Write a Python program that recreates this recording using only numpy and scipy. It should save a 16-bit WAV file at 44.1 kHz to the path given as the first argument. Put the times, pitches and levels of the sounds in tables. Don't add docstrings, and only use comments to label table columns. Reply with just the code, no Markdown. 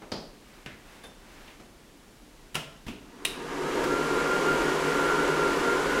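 import sys
import numpy as np
from scipy import signal
from scipy.fft import rfft, irfft, next_fast_len
from scipy.io import wavfile
from scipy.ndimage import map_coordinates

SR = 44100
rng = np.random.default_rng(int(sys.argv[2]) if len(sys.argv) > 2 else 0)


def store_pcm(level_fs):
    pcm = np.round(np.clip(level_fs, -1, 1) * 32767).astype(np.int16)
    wavfile.write(sys.argv[1], SR, np.atleast_2d(pcm).T)


N = 264600


def amp(db):
    return 10 ** (np.asarray(db) / 20)


def unit(x):
    return x / np.sqrt(np.mean(x ** 2) + 1e-20)


def unit_energy(x):
    return x / np.linalg.norm(x)


def along(points, hz):
    f, v = np.transpose(points)
    return np.interp(np.log(hz + 1), np.log(f + 1), v)


def curve(rows):
    s, values = np.transpose(rows)
    return np.interp(np.arange(N) / SR, s, values)


def wobble(knots_per_s):
    return map_coordinates(rng.standard_normal(2048), [np.arange(N) * knots_per_s / SR], mode="wrap")


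def bell(s, sigma_s):
    return np.exp(-((np.arange(N) / SR - s) / sigma_s) ** 2 / 2)


def filtered(x, response):
    m = 2 * next_fast_len(len(x) // 2 + SR // 4)
    spectrum = rfft(x, m) * response(np.fft.rfftfreq(m, 1 / SR))
    return irfft(spectrum, m)[:len(x)]


def resonance(f, hz, width_hz):
    return 1j * f * width_hz / (hz * hz - f * f + 1j * f * width_hz)


def hump(f, hz, width_hz):
    return np.abs(resonance(f, hz, width_hz)) ** 2


def causal(gain):
    cepstrum = irfft(np.log(gain))
    half = len(cepstrum) // 2
    fold = np.r_[1, np.full(half - 1, 2), 1, np.zeros(half - 1)]
    return np.exp(rfft(cepstrum * fold))


def noise(spectrum):
    return unit(filtered(rng.standard_normal(N), lambda f: amp(along(spectrum, f))))


def add(track, s, sound):
    part = track[round(s * SR):][:len(sound)]
    part += sound[:len(part)]


def roomy(x, ripple_db, spacing_hz):
    knots = rng.standard_normal(6000)

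    def ripple(f):
        return amp(ripple_db * np.tanh(map_coordinates(knots, [f / spacing_hz], mode="wrap")))

    return unit(filtered(x, ripple))


def background():
    # (frequency [Hz], relative density [dB per Hz])
    tone_spectrum = [(15, -20), (25, 3.5), (40, 0.5), (90, -14), (150, -9), (300, -7), (550, -15.5),
                     (1200, -19), (2300, -22), (7000, -28), (11000, -32), (15800, -39)]
    # (peak time [s], level [dB], Gaussian sigma [s])
    rustle_rows = [(.56, -56.5, 0.093), (0.944, -52.5, .08), (1.403, -52.5, 0.13)]
    swells = sum(amp(db) * bell(s, sigma_s) for s, db, sigma_s in rustle_rows)
    friction = noise([(300, -1), (900, 0.0), (2200, -1), (5000, -11.5), (14000, -23)])
    rustle = swells * amp(0.5 * wobble(9.3)) * friction
    return amp(-52.5) * noise(tone_spectrum) + rustle


def blow(chatter_t60_s, early_db, early_t60_s, tail_db):
    # (frequency [Hz], t60 [s])
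    room_t60 = [(100, 0.41), (300, 0.75), (800, 0.66), (2000, 0.5), (5000, 0.5), (13000, 0.34)]
    t = np.arange(SR * 3 // 4) / SR
    contact, early, late = rng.standard_normal((3, len(t)))
    contact = unit_energy(contact * amp(-60 * t / chatter_t60_s))
    arrive = 1 - np.exp(-t / 0.0051)
    walls = unit_energy(early * arrive * amp(-60 * t / early_t60_s))
    hz, age, z = signal.stft(late, SR, nperseg=256)
    decay = amp(-60 * age / along(room_t60, hz)[:, None])
    tail = signal.istft(z * decay, SR, nperseg=256)[1][:len(t)]
    return contact + amp(early_db) * walls + amp(tail_db) * unit_energy(tail * arrive)


def handling():
    # (time [s], gain [dB], chatter t60 [s], thud [Hz], thud width [Hz],
    # ring [Hz], ring width [Hz], ring gain [dB], crack gain [dB])
    knock_rows = [(.019, 0.5, 0.13, 325, 487, 1900, 1500, -33, -50),
                  (0.118, 9, 0.04, 423, 406, 4700, 1100, -5.5, -30),
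                  (0.122, 13, 0.05, 195, 124, 3200, 1300, -17, -38),
                  (0.661, 6, 0.025, 155, 150, 2000, 1450, -8, -28),
                  (1.038, -6.5, 0.2, 350, 650, 10300, 790, -12, -11),
                  (1.478, -14.5, 0.043, 400, 400, 2530, 1300, 2.5, -26),
                  (1.598, -6, 0.11, 170, 260, 890, 500, -20, -17),
                  (2.866, 10, 0.19, 46, 60, 2770, 1195, -30, -21),
                  (2.882, 13, 0.077, 235, 77.4, 2720, 600, -15.5, -24),
                  (3.840, -3, 0.045, 100, 100, 13000, 6000, -30, -1)]
    # (time [s], frequency [Hz], start level [dB] before echoes, t60 [s])
    ping_rows = [(1.036, 3575, -49, .36), (1.036, 4700, -57, .2), (1.036, 10120, -58, .2)]
    out = np.zeros(N)
    for s, db, t60_s, thud_hz, thud_width_hz, ring_hz, ring_width_hz, ring_db, crack_db in knock_rows:
        def body(f):
            narrow = resonance(f, thud_hz, thud_width_hz)
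            wide = resonance(f, thud_hz, 3 * thud_width_hz)
            thud = np.abs(narrow * wide)
            ring = amp(ring_db) * hump(f, ring_hz, ring_width_hz)
            crack = amp(crack_db) / (1 + (f / 4500) ** 2)
            return causal(thud + ring + crack)

        hit = blow(t60_s, early_db=-4.0, early_t60_s=0.058, tail_db=0)
        add(out, s, amp(db) * filtered(hit, body))
    t = np.arange(SR // 2) / SR
    for s, hz, db, t60_s in ping_rows:
        echoes_db = 4 * wobble(110)[:len(t)]
        level = amp(db + echoes_db - 60 * t / t60_s)
        add(out, s, level * np.sin(2 * np.pi * hz * t))
    return out


def switches():
    # (time [s], level [dB] relative to the -7 dB trim, chatter t60 [s],
    # wall thump gain [dB], snap gain [dB], switch body ring [Hz])
    contact_rows = [(2.5452, 5, 0.061, -1, -5, 3000), (2.554, 16, 0.017, -2.5, -43, 3050),
                    (2.5597, 7.5, 0.14, 9, -35, 3000), (3.25, 14.5, 0.017, -15, -9.5, 2740),
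                    (3.253, 13.5, 0.012, -15, -0.5, 2820)]
    # (frequency [Hz], gain [dB])
    housing_gain = [(100, -17.5), (450, -15), (800, -15), (1050, -5), (1350, -26), (1700, -5), (2200, -6),
                    (2850, -2), (3200, -11.5), (4500, -16), (5400, -10.5), (6800, -16), (8500, -14.5),
                    (13000, -23), (16000, -24)]
    # (frequency [Hz], width [Hz], gain [dB] relative to the thump)
    wall_modes = [(45, 16, 4), (147, 36, 6.5), (373, 520, -7), (650, 98, -4), (1364, 130, 0)]
    trim_db, ring_db, ring_width_hz = -7, -2.5, 580
    out = np.zeros(N)
    for s, db, t60_s, thump_db, snap_db, ring_hz in contact_rows:
        def body(f):
            housing = amp(along(housing_gain, f))
            ring = amp(ring_db) * hump(f, ring_hz, ring_width_hz)
            thump = sum(amp(mode_db) * hump(f, hz, width_hz) for hz, width_hz, mode_db in wall_modes)
            snap = amp(3.5) * hump(f, hz=3780, width_hz=480) + amp(-8.5) * hump(f, hz=9800, width_hz=3300)
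            return causal(housing + ring + amp(thump_db) * thump + amp(snap_db) * snap)

        hit = blow(t60_s, early_db=-5.0, early_t60_s=0.044, tail_db=-4.0)
        add(out, s, amp(db + trim_db) * filtered(hit, body))
    return out


def rotor(on_s, run_up_s, knee, full_hz, hunt_hz):
    hunt_period_s = 1.8
    since_s = np.maximum(np.arange(N) / SR - on_s, 1 / SR)
    pull = since_s / run_up_s
    hunting = 1 + hunt_hz / full_hz * np.cos(2 * np.pi * since_s / hunt_period_s)
    return hunting * pull / (1 + pull ** knee) ** (1 / knee)


def spinning(x, pace):
    return map_coordinates(x, [np.cumsum(pace)], mode="wrap")


def airflow(speed, full_roar_db, full_hiss_db):
    # (frequency [Hz], relative density [dB per Hz])
    roar_spectrum = [(20, -18), (45, -47), (68, -22), (120, -24), (190, -10.5), (280, -3), (400, 2),
                     (530, -2), (640, -12), (1000, -40), (3000, -70)]
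    # (frequency [Hz], relative density [dB per Hz])
    hiss_spectrum = [(60, -45), (200, -49), (600, -3), (800, 1), (1100, 1.5), (1500, 0), (1900, -3),
                     (3000, -9), (4000, -13.5), (5800, -16.5), (7300, -17), (8500, -21.5), (10200, -23),
                     (13000, -29.5), (15800, -40)]
    # (frequency [Hz], relative gain [dB])
    hollow_modes = [(29, -13.5), (48, -12.5), (155, -3.5), (286, 0.5), (372, 3.5), (418, 2), (469, 0.5),
                    (930, -2), (995, -8), (1033, -6), (1146, -21), (1330, -18)]
    roar_growth_db, hiss_growth_db = 72.5, 79
    roar_brightens, hiss_brightens = .55, .24
    roar_db = full_roar_db + roar_growth_db * np.log10(speed)
    hiss_db = full_hiss_db + hiss_growth_db * np.log10(speed)
    surge = wobble(11)

    roar_flow = spinning(noise(roar_spectrum), speed ** roar_brightens)
    roar = amp(roar_db - 3.5 + 0.55 * surge) * roomy(roar_flow, ripple_db=3.0, spacing_hz=10)
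    hiss_flow = spinning(noise(hiss_spectrum), speed ** hiss_brightens)
    hiss = amp(hiss_db + 0.3 * surge) * roomy(hiss_flow, ripple_db=3.5, spacing_hz=14)

    def peaks(f):
        return sum(amp(db) / (1 + ((f - hz) / 7) ** 2) for hz, db in hollow_modes)

    hollows = amp(roar_db - 4.5) * unit(filtered(rng.standard_normal(N), peaks))
    return roar + hiss + hollows


def whine(speed, full_hz, level_db, flutter_db, waver_hz, halo_db):
    gain_db, growth_db = 2.5, 160
    db = gain_db + level_db + growth_db * np.log10(speed) + flutter_db * wobble(25)
    phase = 2 * np.pi * np.cumsum(full_hz * speed + waver_hz * wobble(40)) / SR
    halo = wobble(120) * np.sin(phase) + wobble(120) * np.cos(phase)
    tone = np.sin(phase) + amp(-22) * np.sin(2 * phase)
    return amp(db) * (tone + amp(halo_db) * halo)


def blowers():
    # (switched on [s], run-up [s], sharpness of levelling off [1],
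    # blade tone at full speed [Hz], hunting depth [Hz])
    motor_rows = [(2.554, 1.12, 10, 1391.5, 8.5), (3.25, 1.04, 6, 1477, 1)]
    # (roar [dB], hiss [dB])
    flow_levels = [(-30, -33), (-33.5, -35.6)]
    # (time [s], level [dB] before the whine's gain)
    whine_levels = [
        [(3.75, -42), (3.94, -34.5), (4.24, -35), (4.33, -28.5), (4.44, -41), (4.46, -31.5), (4.81, -38),
         (5.06, -29.5), (5.32, -38), (5.47, -27.5), (5.59, -41), (5.71, -27), (5.79, -39), (6.0, -37.5)],
        [(4.5, -43), (4.758, -37), (4.812, -45), (5.138, -34), (5.606, -43), (6.0, -33.5)],
    ]
    # (time [s], gain [dB])
    roar_swell = [(3.6, 1), (3.82, 3.5), (4.3, 0.9), (4.58, 3), (4.8, 1), (5.38, 2.5), (5.65, 1.7)]
    out = np.zeros(N)
    swell_db = curve(roar_swell)
    for motor, (roar_db, hiss_db), levels in zip(motor_rows, flow_levels, whine_levels):
        on_s, run_up_s, knee, full_hz, hunt_hz = motor
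        speed = rotor(on_s, run_up_s, knee, full_hz, hunt_hz)
        out += airflow(speed, roar_db + swell_db, hiss_db)
        out += whine(speed, full_hz, curve(levels), flutter_db=2.5, waver_hz=2.5, halo_db=-15.5)
    return out


def scene():
    return (background() + handling() + switches() + blowers())[None]


def record(dry):
    top_hz = 15850
    return np.array([filtered(x, lambda f: f < top_hz) for x in dry])


dry = scene()
out = record(dry)
store_pcm(out)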